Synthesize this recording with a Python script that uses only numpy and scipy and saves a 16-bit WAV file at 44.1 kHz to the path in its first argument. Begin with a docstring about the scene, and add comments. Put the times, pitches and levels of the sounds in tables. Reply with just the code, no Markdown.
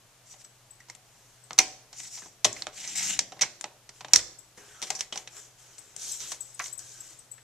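"""Soft knocks and a faint hiss on a rail open in a small humming room: a plastic paper trimmer on a desk, up close.
Its arm swings over and snaps home, the cutter rasps along the rail and hits its stops, and the arm swings back.
Then card slides off the board and is laid on again; thin high chirps come from the left.
Blows are noise bursts ringing plastic modes, slides are grainy filtered noise, chirps are wavering sines;
echoes, hollow desk rings, low shudders, hiss and hum surround them."""
import sys
import numpy as np
from scipy import signal
from scipy.fft import rfft, irfft, next_fast_len
from scipy.io import wavfile
from scipy.ndimage import uniform_filter1d

SR = 44100
rng = np.random.default_rng(int(sys.argv[2]) if len(sys.argv) > 2 else 0)


def int16_out(signal):
    """Quantize to a 16-bit WAV file."""
    q = np.round(np.clip(np.atleast_2d(signal).T, -1, 1) * 32767)
    wavfile.write(sys.argv[1], SR, q.astype(np.int16))


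N = 327663
HISS_EDGE_HZ = 14300  # top of the slides, chirps, echoes and room hiss

# edges between the six registers of a blow: boom, thud, board, clack, snap, tick [Hz]
REGISTER_HZ = [230, 480, 1400, 4200, 9000]
# left-over-right balance of blows and slides, before panning: pitch_hz [Hz], balance_db [dB]
PORTS = [(100, 1), (2400, -.5), (4400, -2.5), (5800, -9.5), (7000, 8), (8100, 10.5), (14000, 8)]
# pushes of the cutter along its rail, levels before trims and sag:
# start_s, rise_s, hold_s, release_s [s], hiss_db, rasp_db [dB]
RAIL_STROKES = [(.24, 0.065, .025, 0.083, -50.5, -65), (.375, 0.02, 0.025, .02, -52.5, -69),
                (1.925, 0.076, 0.064, 0.15, -41, -54), (2.1, .035, .03, .14, -39, -56),
                (2.715, 0.098, 0.18, .03, -40, -47), (2.947, 0.02, 0.16, 0.055, -27.5, -39)]
# colour of the blade's rasp: pitch_hz [Hz], level_db [dB]
RAIL_RASP = [(40, -25.5), (150, -7), (230, -10.5), (330, -13), (550, -20.5), (750, -6.5), (1100, -12.5),
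             (1500, -4), (2100, 1), (3800, 1.5), (5000, -4.5), (8000, -32)]
# likeness of left and right in diffuse sound: pitch_hz [Hz], likeness [0-1]
DIFFUSE = [(30, .55), (120, .85), (700, .84), (1400, .72), (3000, .45), (7000, .15), (12000, 0)]


def knocks(tone, size=8192):
    """All blows of arm, cutter and card on the trimmer; tone is how far its resonances stand out."""
    # blows: start_s [s], snap_db [dB], weight_db and clack_db [dB re snap], chatter_s [s],
    # note_hz [Hz] of the struck part, note_db [dB] before tone, pan_db [dB] (left positive, treble gets half)
    blow_rows = [(0.34, -62, -13, 3.5, .006, 730, 6, -12), (.448, -52, -24, -9, 0.0055, 6040, 14, -4),
                 (.803, -58, -18, 3.5, 0.0073, 1890, 26, 9), (.885, -54.5, -18, -5, 0.017, 940, 3, 0),
                 (.899, -43, -23.5, -4, .003, 2080, 21, 3), (0.95, -51, -24, -6, .004, 7760, 17, 21),
                 (1.508, -46.5, -11, 4, 0.0018, 1310, 7, -1), (1.532, -41.5, -21, -14, .0015, 7140, 4, 7),
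                 (1.58, -30, -22, -10, 0.0077, 950, 4, -1), (1.5879, -11, -37, -12, .002, 5880, 13, 4),
                 (1.5905, -25, -21, 3, 0.0039, 2350, 14, 2), (1.602, -37, -12, 0, .003, 760, 6, 0),
                 (1.929, -47, -29.5, -7.5, 0.01, 850, 12, 2), (2.173, -46.5, -25.5, -4.5, 0.018, 760, 3, 7),
                 (2.22, -57, -4, 5.5, .012, 1620, 13, 4), (2.257, -59.5, -2, -2, .012, 750, -2, 1),
                 (2.446, -22, -32.5, -7, 0.00077, 3120, 2, 11.5),
                 (2.449, -20, -26, -3, 0.0031, 3200, 15, 5), (2.452, -22, -18.5, -13, 0.0028, 640, 12, 4),
                 (2.529, -37, -41, -27, 0.0027, 7200, 20, 2), (2.564, -47.5, -24, 3, 0.0045, 2220, 18, -3),
                 (2.622, -34.5, -30, -4.5, 0.0016, 4320, 12, -3),
                 (2.669, -40.5, -14.5, 2.5, .001, 810, -1, -2), (2.848, -44, -20, -5, .009, 5650, 4, -3),
                 (2.876, -35.5, -28, -17, 0.0052, 6100, 9, 0), (3.191, -21, -31, -9, 0.0024, 7100, 1, 2),
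                 (3.321, -49.5, -8, 1, 0.0056, 720, 9, -4), (3.367, -59.5, -3, 0, .014, 643, 10, -2),
                 (3.393, -51.5, -15, 4, 0.0055, 1940, 8, 10), (3.411, -23, -31, -8.5, 0.016, 6100, 11, -5),
                 (3.418, -21, -37, -9.5, 0.0032, 5720, 8, -1), (3.424, -26, -25, -6, 0.0036, 5800, 10, 7),
                 (3.434, -37.5, -17, 5, 0.0038, 2170, 10, -6), (3.611, -38, -26, -10, 0.0021, 8100, 8, 13),
                 (3.642, -37.5, -17.5, -1, 0.0022, 840, 9, -6),
                 (3.892, -46, -20.5, -6.5, 0.0038, 7200, -1, -1),
                 (4.008, -47.5, -17, 0.5, 0.0053, 685, 0, 0), (4.047, -48.5, -11, 5.5, 0.0037, 830, 2, 3),
                 (4.084, -50.5, -16, -4, 0.0043, 830, 7, -5), (4.135, -10.5, -33, -16, .0018, 5850, 4, -4),
                 (4.1385, -18.5, -34, -9.5, 0.0016, 6030, 12, 2),
                 (4.158, -25, -40, -5.5, 0.0013, 5800, 16, 22), (4.16, -14, -43, -14, 0.0013, 5700, 3, 1.5),
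                 (4.191, -39, -23, -0.5, 0.0054, 5720, 6, -2),
                 (4.575, -53, -3.5, -1, 0.016, 1890, 19, 19.5), (4.818, -40, -23, -7, 0.0015, 5980, 4, 12),
                 (4.825, -32, -21, -6, 0.014, 3270, 10, 11), (4.87, -43, -21, -5.5, 0.026, 2170, 4, 6),
                 (4.904, -27.5, -26.5, -7, 0.0026, 790, 12, 8), (4.951, -34, -27, -19, 0.015, 5770, 10, 5),
                 (4.991, -37.5, -30, -12, .014, 5720, 1, 8), (5.008, -29, -36, -7.5, 0.0034, 6400, -1, 3),
                 (5.125, -39, -14, 3, 0.0085, 3160, 16, 1), (5.158, -39.5, -17, -6, 0.0058, 770, 4, 8),
                 (5.175, -34.5, -30, -7, 0.0045, 6160, 11, 6), (5.275, -46, -25, 1.5, 0.0041, 6040, 2, 4),
                 (5.782, -47.5, -27, -12, 0.0056, 7600, 7, 10),
                 (5.964, -39, -28, -16, 0.0022, 7800, 20, 13), (6.204, -39, -33, -11, 0.0054, 6130, 14, -6),
                 (6.319, -35, -30, -7, 0.0057, 806, -2, 13), (6.594, -37, -38, -15, 0.0027, 6000, 2, 5),
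                 (6.641, -38, -38, -14, .0056, 6300, 11, -1), (6.659, -46.5, -33, -1, 0.0037, 6240, 6, 3),
                 (6.681, -44.5, -26, -18, .002, 5900, 4, 6), (6.792, -41, -30, -23, 0.0037, 7500, 12, 17),
                 (7.38, -65.5, -18, 9.5, .012, 1770, 13, 10)]
    out = np.zeros((2, N))
    for row in blow_rows:
        start_s, blow = knock(row, rng.standard_normal((2, size)), tone)
        add(out, start_s, blow)
    return out


def knock(row, grit, tone, rattle_db=-9, rattle_s=0.019, bass_s=0.0095, bass_hz=450, touch=0.69, note_share=0.3):
    """One contact, a quick chatter and a short rattle of loose parts, all ringing the plastic."""
    # broad colour of a blow, before its registers are levelled: pitch_hz [Hz], level_db [dB]
    blow_colour = [(30, -22), (100, -23), (700, 2.5), (1500, 1.5), (2200, 4), (5000, 3.5), (7500, 3.5),
                   (9000, -5), (12000, -20.5), (14000, -22.5), (16000, -36)]
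    start_s, snap_db, weight_db, clack_db, chatter_s, note_hz, note_db, pan_db = row
    size = grit.shape[1]
    t = np.arange(size) / SR
    hz = bins(t)
    chatter_s = max(chatter_s, 1e-4)
    chatter = unit(grit * np.exp(-t / chatter_s))
    rattle = unit(grit[:, ::-1] * np.exp(-t / rattle_s))  # the same noise read backwards
    force = chatter + amp(rattle_db) * rattle
    force[0, 0] += touch * np.sqrt(size) * np.exp(-chatter_s / 0.0096)  # the hard first touch of a brief blow
    thump = unit(grit * np.exp(-t / bass_s))  # the heavy board follows slowly
    heavy = 1 / (1 + (hz / bass_hz) ** 4)
    spectrum = rfft(pair(force)) * causal(1 - heavy + 0.015) + rfft(pair(thump)) * causal(heavy)
    spectrum = spectrum * sides(read(PORTS, hz) + .5 * pan_db * np.minimum(hz / 5000, 1))
    note_lift_db = tone * note_db * bump(hz, note_hz, note_share * note_hz + 60)
    colour = amp(read(blow_colour, hz) + note_lift_db) * plastic(hz) ** tone

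    # where the blow lands sets how strongly each register answers
    register = np.searchsorted(REGISTER_HZ, hz)
    energy = np.bincount(register, np.mean(abs(spectrum * colour) ** 2, axis=0)) * 2 / size
    want_db = snap_db + registers(weight_db, clack_db, note_hz, pan_db)
    # blows harder than -41.5 dB are too brief to boom the desk fully; softer ones boom more
    want_db[0] -= 0.064 * (snap_db + 41.5)
    lift_db = (want_db - 10 * np.log10(energy / (.015 * SR)))[register]
    # blur the steps between registers, more widely in the treble
    narrow, medium, wide = (uniform_filter1d(lift_db, size=n) for n in (21, 121, 361))
    lift_db = np.select([hz < 900, hz < 2800], [narrow, medium], wide)
    fade = np.cos(np.pi / 2 * t / t[-1]) ** 2
    return start_s, irfft(spectrum * causal(colour * amp(lift_db))) * fade


def registers(weight_db, clack_db, note_hz, pan_db):
    """Target boom, thud, board, clack, snap and tick of a blow, in dB relative to its snap."""
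    # the board's knock follows weight and clack, more so when the struck note is low
    board_db = 0.49 * weight_db + .5 * clack_db + 8 * (note_hz < REGISTER_HZ[2])
    tick_db = -21.5 + 0.74 * pan_db  # brighter for blows on the left
    return np.array([weight_db - 2.5, weight_db + 0.5, board_db, clack_db, 0, tick_db])


def plastic(hz):
    """Gain of the trimmer's resonances."""
    # what the plastic rings with: pitch_hz, width_hz [Hz], height_db [dB, callers scale it by an exponent]
    modes = [(151, 30, 8.5), (322, 58, 4.5), (440, 92, -2.5), (497, 29, 8.5), (614, 43, 5), (777, 170, 7.5),
             (988, 76, 5.5), (1286, 50, 3.5), (2050, 350, 2.5), (2460, 78, -0.5), (2730, 48, -6.5),
             (3160, 150, 0), (3860, 170, 2), (4380, 150, 2.5), (5510, 110, 4), (5850, 460, 7),
             (6100, 130, 0.5), (6800, 100, -3.5), (7080, 330, 4.5)]
    return amp(sum(db * bump(hz, f, width) for f, width, db in modes))


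def cutter():
    """The carriage hisses and rumbles on the rail; the blade rasps and tears when it bites into card."""
    # colour of the carriage's hiss: pitch_hz [Hz], level_db [dB]
    rail_hiss = [(2500, -37), (4600, -9.5), (5700, 0.5), (6500, 0), (7400, 2), (8400, -5), (10000, -15),
                 (14000, -22.5)]
    # the blade tearing on through the card, level before trim and sag:
    # start_s, rise_s, hold_s, release_s [s], level_db [dB], first_hz, last_hz [Hz]
    blade_tears = [(3.03, 0.0556, .05, 0.0254, -38.5, 2655, 2920)]
    # the carriage rumbling as it nears the stop, level before sag:
    # start_s, rise_s, hold_s, release_s [s], level_db [dB], first_hz, last_hz [Hz]
    rumbles = [(2.85, .25, .1, .1, -57, 160, 230)]
    hiss = friction(RAIL_STROKES, 1, rail_hiss, (4500, 9000), grain_db=-0.5, grain_hz=250, ring=0.4, pan_db=3.0)
    rasp = friction(RAIL_STROKES, 2, RAIL_RASP, (1600, 4000), grain_db=-1.0, grain_hz=138, ring=0.49, pan_db=-1.0)
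    tear = scrape(blade_tears, width_hz=760, grain_db=3.5)
    rumble = scrape(rumbles, width_hz=140, grain_db=2)
    return amp(-1.7) * hiss + amp(-2.5) * rasp + amp(-4.0) * tear + rumble


def fibres(per_s=110, spread_db=4, level_db=-4):
    """Single fibres of the card snap under the blade, in step with its rasp."""
    snaps = (rng.random(N) < per_s / SR) * amp(spread_db * np.minimum(rng.exponential(1, N), 3))
    hz = np.fft.rfftfreq(2048, 1 / SR)
    ring = irfft(causal(amp(read(RAIL_RASP, hz)) * plastic(hz)))
    return amp(level_db) * along(RAIL_STROKES, 2) * unit(signal.oaconvolve(snaps, ring)[:N])


def surge(depth_db=1.8, rate_hz=55):
    """The hand's push sticks and slips, so the whole stroke swells unevenly."""
    swell = unit(shape(rng.standard_normal(N), lambda hz: 1 / (1 + (hz / rate_hz) ** 4)))
    return amp(depth_db * swell)


def card():
    """Card and fingertips brush the board, hum as they drag and rasp at the card's edge."""
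    # card and fingers sliding, levels before trims and sag:
    # start_s, rise_s, hold_s, release_s [s], hiss_db, rub_db [dB]
    card_strokes = [(.97, 0.22, 0.54, .03, -67, -68), (2.54, .03, .05, .03, -52, -50),
                    (3.92, .04, .05, .03, -62, -61.5), (4.095, 0.027, .004, .015, -61, -47),
                    (4.565, 0.013, 0.34, .03, -58.5, -53.5), (4.83, .02, .18, .04, -54, -53),
                    (5.13, .02, .06, .06, -54, -52), (5.29, 0.085, 0.011, .16, -51, -51),
                    (5.57, 0.019, 0.47, .04, -60, -60), (5.96, 0.071, 0.12, .15, -42, -53.5),
                    (6.19, 0.011, .13, 0.077, -44.5, -51), (6.4, 0.0084, 0.2, .03, -58, -62.5),
                    (6.612, 0.0093, .045, 0.11, -46, -53), (6.783, 0.008, 0.33, 0.18, -53, -58)]
    # colour of the card's hiss: pitch_hz [Hz], level_db [dB]
    card_hiss = [(2000, -27), (3200, -11), (4600, -7.5), (5900, 1), (7600, 1.5), (9000, -7.5),
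                 (11000, -14.5), (14000, -18)]
    # colour of the lower rub: pitch_hz [Hz], level_db [dB]
    card_rub = [(50, -3.5), (120, -5), (220, -16), (350, -0.5), (900, -2), (1200, -1), (1550, 4.5),
                (1900, -0.5), (3200, 1), (6000, -18)]
    # a dragging fingertip's faint hum, level before trim and sag:
    # start_s, rise_s, hold_s, release_s [s], level_db [dB], first_hz, last_hz [Hz]
    finger_drags = [(4.6, .15, 0.076, 0.0257, -53.5, 1695, 1278),
                    (6.77, 0.043, 0.223, 0.158, -64, 1604, 1534)]
    # a card edge rasping as it is pulled away, level before trim and sag:
    # start_s, rise_s, hold_s, release_s [s], level_db [dB], first_hz, last_hz [Hz]
    edge_rasps = [(5.98, 0.0387, 0.0914, 0.049, -54, 3090, 3234), (6.19, .03, .04, .13, -42, 3500, 3300)]
    hiss = friction(card_strokes, 1, card_hiss, (4500, 7600), grain_db=1.0, grain_hz=150, ring=.15, pan_db=1.0)
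    rub = friction(card_strokes, 2, card_rub, (1200, 3600), grain_db=1.5, grain_hz=119, ring=0.16, pan_db=4.5)
    drag = scrape(finger_drags, width_hz=150, grain_db=2.0) + scrape(edge_rasps, width_hz=2200, grain_db=1)
    return amp(3.0) * hiss + amp(-7.5) * rub + amp(-6.5) * drag


def flop(start_s=6.594, rise_s=.007, decay_s=0.0094, level_db=-27.5):
    """The card lands flat on the board and pushes the air out: a short, full puff."""
    # colour of the puff: pitch_hz [Hz], level_db [dB]
    puff_colour = [(200, -27), (450, -19), (700, -4.5), (1200, 1.5), (1550, -2), (2000, 3.5), (2600, -4.5),
                   (3200, -15.5), (6000, -13), (10000, -28)]
    t = np.arange(SR // 8) / SR
    swell = np.minimum(t / rise_s, 1) * np.exp(-np.maximum(t - rise_s, 0) / decay_s)
    puff = unit(shape(pair(rng.standard_normal((2, len(t)))), lambda hz: amp(read(puff_colour, hz))))
    out = np.zeros((2, N))
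    add(out, start_s, amp(level_db) * swell * puff)
    return out


def friction(strokes, column, spectrum, band, grain_db, grain_hz, ring, pan_db):
    """Countless tiny slips, bunched into uneven grains, sound through the trimmer under each stroke."""
    bunches = unit(shape(rng.standard_normal(N), lambda hz: 1 / (1 + (hz / grain_hz) ** 2)))
    slips = wander(pair(rng.standard_normal((2, N))) * amp(grain_db * bunches), patchy_db=2.3)
    colour = lambda hz: amp(read(spectrum, hz)) * plastic(hz) ** ring * (hz < HISS_EDGE_HZ)
    panned = lambda hz: colour(hz) * sides(read(PORTS, hz) + pan_db * hz / (hz + 3000))
    sound = shape(unit(slips), panned)
    # divide by the colour's energy in the band that carries the sound
    hz = np.arange(SR / 2)
    in_band = np.sqrt(np.mean(colour(hz) ** 2 * (hz > band[0]) * (hz < band[1])))
    return along(strokes, column) * sound / in_band


def wander(x, patchy_db):
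    """As the contact travels, different parts of the plastic answer: drifting patches of colour."""
    z = signal.stft(x, nperseg=512)[2]
    patches = uniform_filter1d(rng.standard_normal(z.shape[1:]), size=6, axis=0)  # blurred over pitch
    patches = unit(uniform_filter1d(patches, size=7, axis=1))  # and over time
    return signal.istft(z * amp(patchy_db * patches), nperseg=512)[1][:, :N]


def scrape(strokes, width_hz, grain_db):
    """Uneven slips ring one resonance that glides as the contact moves."""
    t, hz = np.arange(N) / SR, np.zeros(N)
    for start_s, rise_s, hold_s, release_s, _, first_hz, last_hz in strokes:
        end_s = start_s + rise_s + hold_s + release_s
        hz = np.where(t < start_s, hz, np.interp(t, [start_s, end_s], [first_hz, last_hz]))
    phase = 2 * np.pi * np.cumsum(hz) / SR
    bunches = unit(uniform_filter1d(rng.standard_normal(N), size=150))
    slips = rng.standard_normal((2, N)) * amp(grain_db * bunches)
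    # slow noise on a cosine and a sine makes a noise band around the gliding pitch
    a, b = unit(shape(slips, lambda f: 1 / (1 + (2 * f / width_hz) ** 2)))
    return along(strokes, 1) * (a * np.cos(phase) + b * np.sin(phase))


def along(strokes, column):
    """Gain of pushes: each speeds up, holds with a slow drift and dies away by 20 dB per release time."""
    # while a push lasts the hand slows (first level sags) and bears down (second grows):
    # level column -> sag_db_per_s [dB/s]
    sag_db_per_s = {1: 8, 2: -1.5}
    power = np.zeros(N)
    for start_s, rise_s, hold_s, release_s, *levels_db in strokes:
        t = np.arange(int((rise_s + hold_s + 2 * release_s) * SR)) / SR
        held_s = np.clip(t - rise_s, 0, hold_s)
        released_s = np.maximum(t - rise_s - hold_s, 0)
        db = levels_db[column - 1] - sag_db_per_s[column] * held_s - 20 * released_s / release_s
        add(power, start_s, (np.minimum(t / rise_s, 1) * amp(db)) ** 2)
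    return np.sqrt(power)


def chirps(peak_s=.007, upper_ratio=1.69, upper_db=-20, level_db=-1.5):
    """Brief, rough whistles near 8 kHz with a faint upper partial, on the left."""
    # thin chirps: start_s [s], level_db [dB, before trims and panning], pitch_hz [Hz, before waver]
    chirp_rows = [(0.4384, -40, 7950), (0.704, -38.5, 7930), (1.4336, -45, 8160), (4.3844, -36, 7780),
                  (5.7843, -36.5, 8040), (6.1135, -25.5, 7980), (6.4035, -24.5, 7860), (6.541, -37.5, 8020),
                  (6.7238, -26.5, 7800), (6.7744, -31, 8030), (7.001, -30, 7740), (7.1856, -39, 8020),
                  (7.312, -30.5, 7860)]
    out, t = np.zeros(N), np.arange(SR // 10) / SR
    swell = ((t / peak_s) * np.exp(1 - t / peak_s)) ** 3
    for start_s, db, hz in chirp_rows:
        waver_hz = 220 * unit(uniform_filter1d(rng.standard_normal(len(t)), size=16))
        phase = 2 * np.pi * np.cumsum(hz + waver_hz) / SR
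        whistle = np.sin(phase) + amp(upper_db) * np.sin(upper_ratio * phase)
        add(out, start_s, amp(db + level_db) * swell * whistle)
    return shape(out, lambda hz: hz < HISS_EDGE_HZ) * sides(17.0)


def ports(x, share=.8):
    """Direct sound reaches left and right slightly out of step."""
    # phase by which left leads, before share: pitch_hz [Hz], lead_rad [radians]
    lead = [(0, 0), (2410, -0.23), (5080, -1.0), (5680, -0.7), (6030, 0.1), (6980, 0.2), (7670, -1.0),
            (8870, -1.6), (12700, -3.7), (14200, -0.5), (14600, -3.6), (15200, -2.1), (15600, -2.8)]
    opposite = np.array([[1], [-1]])
    return shape(x, lambda hz: np.exp(.5j * share * read(lead, hz) * opposite))


def hollow(x):
    """The desk's hollow rings on at a few pitches after each blow or slide."""
    # hollow rings: pitch_hz [Hz], level_db [dB, before scaling by length], t60_s [s]
    hollow_rings = [(356, -16.5, .38), (613, -20.5, .3), (756, -18.5, .42)]
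    t = np.arange(SR // 2) / SR
    ring = sum(amp(db - 60 * t / t60_s) * np.sin(2 * np.pi * hz * t) for hz, db, t60_s in hollow_rings)
    return signal.fftconvolve(x.mean(0), ring / np.sqrt(len(t)))[:N]


def desk():
    """Low, loose modes of the desk top, rising in a few milliseconds and dying away."""
    # shudders under the heaviest blows: start_s [s], level_db [dB, before envelope], pitch_hz [Hz], decay_s [s]
    shudders = [(1.59, -37, 320, .03), (2.45, -40, 112, .03), (4.137, -44, 172, .03),
                (4.138, -56, 52, 0.082), (4.161, -46, 103, 0.033), (6.80, -62.5, 80.7, .05)]
    out, t = np.zeros(N), np.arange(SR // 2) / SR
    for start_s, db, hz, decay_s in shudders:
        wobble = unit(shape(rng.standard_normal(len(t)), lambda f: bump(f, hz, 0.36 * hz) ** 2))
        add(out, start_s, amp(db) * wobble * np.exp(-t / decay_s) * (1 - np.exp(-t / .004)))
    return out


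def room(x, build_s=0.0027, early_db=4, early_s=0.014):
    """A small room: dense early echoes off the desk and walls, then a tail that dies band by band."""
    # ring of trimmer, desk and room: pitch_hz [Hz], t60_s [s]
    ring_times = [(60, 1), (150, 0.38), (400, 0.8), (800, 0.48), (1300, 0.51), (2800, 0.43), (6000, 0.53),
                  (9000, 0.39), (14000, 0.36)]
    hz, t, z = signal.stft(pair(rng.standard_normal((2, SR * 3 // 4)), DIFFUSE), SR, nperseg=256)
    tail = signal.istft(z * amp(-60 * t / read(ring_times, hz)[:, None]), SR, nperseg=256)[1]
    t = np.arange(tail.shape[1]) / SR
    tail *= (1 - np.exp(-(t / build_s) ** 2)) * (1 + amp(early_db) * np.exp(-t / early_s))
    # colour of the echoes: pitch_hz [Hz], level_db [dB]
    echo_db = [(100, 7), (350, 8.5), (800, 2.0), (2000, -0.5), (4000, -3.5), (5800, -5.5), (8000, -5.0),
               (14000, -3)]
    tail = shape(tail / np.linalg.norm(tail[0]), lambda hz: amp(read(echo_db, hz)) * (hz < HISS_EDGE_HZ))
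    return signal.fftconvolve(x, tail, axes=1)[:, :N]


def background(air_db=-60.3, hum_hz=123, hum_db=-68.5, waver=0.35, waver_hz=6):
    """Steady hiss of room and microphone, and a wavering hum."""
    # colour of the hiss, before levelling: pitch_hz [Hz], level_db [dB]
    floor_colour = [(15, -39.5), (25, -10), (60, -17), (87, -31), (102, -6), (122, -12.5), (231, -21),
                    (539, -18), (684, -16.5), (1020, -19.5), (1730, -21), (1870, -21.5), (4990, -22.5),
                    (6330, -20), (14000, -30)]
    floor_gain = lambda hz: amp(read(floor_colour, hz)) * (hz < HISS_EDGE_HZ)
    air = shape(pair(rng.standard_normal((2, N)), DIFFUSE), floor_gain)
    air /= np.std(shape(air, lambda hz: hz > 200))  # levelled by what lies above the rumble
    drift = unit(shape(rng.standard_normal((2, N)), lambda hz: 1 / (1 + (hz / waver_hz) ** 4)))
    phase = 2 * np.pi * hum_hz * np.arange(N) / SR
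    hum = unit((1 + waver * drift[0]) * np.sin(phase) + waver * drift[1] * np.cos(phase))
    return amp(air_db) * air * sides(1.0) + amp(hum_db) * hum


def pair(x, likeness=None):
    """Two unrelated noises become left and right: more alike in the bass than in the treble."""
    # likeness of left and right in direct sound: pitch_hz [Hz], likeness [0-1]
    direct_likeness = [(30, .8), (120, .97), (1400, .96), (3000, .9), (5000, .75), (7000, .55), (10000, .2)]
    points = direct_likeness if likeness is None else likeness
    same = lambda hz: np.clip(read(points, hz), -1, 1)
    mid = shape(x[0], lambda hz: np.sqrt((1 + same(hz)) / 2))
    side = shape(x[1], lambda hz: np.sqrt((1 - same(hz)) / 2))
    return np.array([mid + side, mid - side])


def sides(db):
    """Left and right gains of constant power for a level difference (left positive)."""
    gains = amp(np.array([db, -db]).reshape(2, -1) / 2)
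    return gains / np.sqrt(np.mean(gains ** 2, axis=0))


def bump(hz, centre_hz, width_hz):
    """A resonance curve of height 1."""
    return 1 / (1 + (2 * (hz - centre_hz) / width_hz) ** 2)


def causal(gain):
    """The quickest causal filter that has this gain (minimum phase)."""
    cepstrum = irfft(np.log(np.maximum(gain, 1e-5)))
    half = cepstrum.shape[-1] // 2
    # fold the cepstrum onto positive time
    cepstrum[..., 1:half] *= 2
    cepstrum[..., half + 1:] = 0
    return np.exp(rfft(cepstrum))


def shape(x, gain):
    """Filters x by a function of frequency."""
    size = next_fast_len(x.shape[-1], True)
    return irfft(rfft(x, size) * gain(np.fft.rfftfreq(size, 1 / SR)), size)[..., :x.shape[-1]]


def bins(x):
    """Frequencies of the spectrum of x."""
    return np.fft.rfftfreq(x.shape[-1], 1 / SR)


def read(points, hz):
    """Reads a (Hz, value) table on a log-frequency axis."""
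    f, value = np.transpose(points)
    return np.interp(np.log(hz + 1), np.log(f + 1), value)


def amp(db):
    """Decibels to gain."""
    return 10 ** (np.asarray(db) / 20)


def unit(x):
    """Scales to rms 1."""
    return x / np.sqrt(np.mean(x ** 2) + 1e-20)


def add(mix, start_s, sound):
    """Mixes a sound in at its start time."""
    part = mix[..., round(start_s * SR):][..., :sound.shape[-1]]
    part += sound[..., :part.shape[-1]]


def scene():
    """Trimmer and card up close, with the chirps, all in the room."""
    slides = surge() * (cutter() + fibres()) + card()
    whistles = amp(-1.5) * chirps()
    blows = knocks(tone=1.0)
    puff = flop()
    direct = ports(blows + slides + puff) + whistles
    # the room gathers sound from all faces of the trimmer, so its resonances even out there
    radiated = amp(-10.5) * knocks(tone=0.35) + amp(-7.0) * slides + amp(-11) * puff + whistles
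    return direct + room(radiated) + hollow(blows + slides) + desk() + background()


def record(dry, edge_hz=15700):
    """Peaks beyond full scale are clipped; a steep low-pass then limits the band."""
    clipped = np.clip(dry, -1, 1)
    low_pass = signal.firwin(255, edge_hz, window=("kaiser", 8), fs=SR)
    return signal.oaconvolve(clipped, low_pass[None], "same")


dry = scene()
out = record(dry)
int16_out(out)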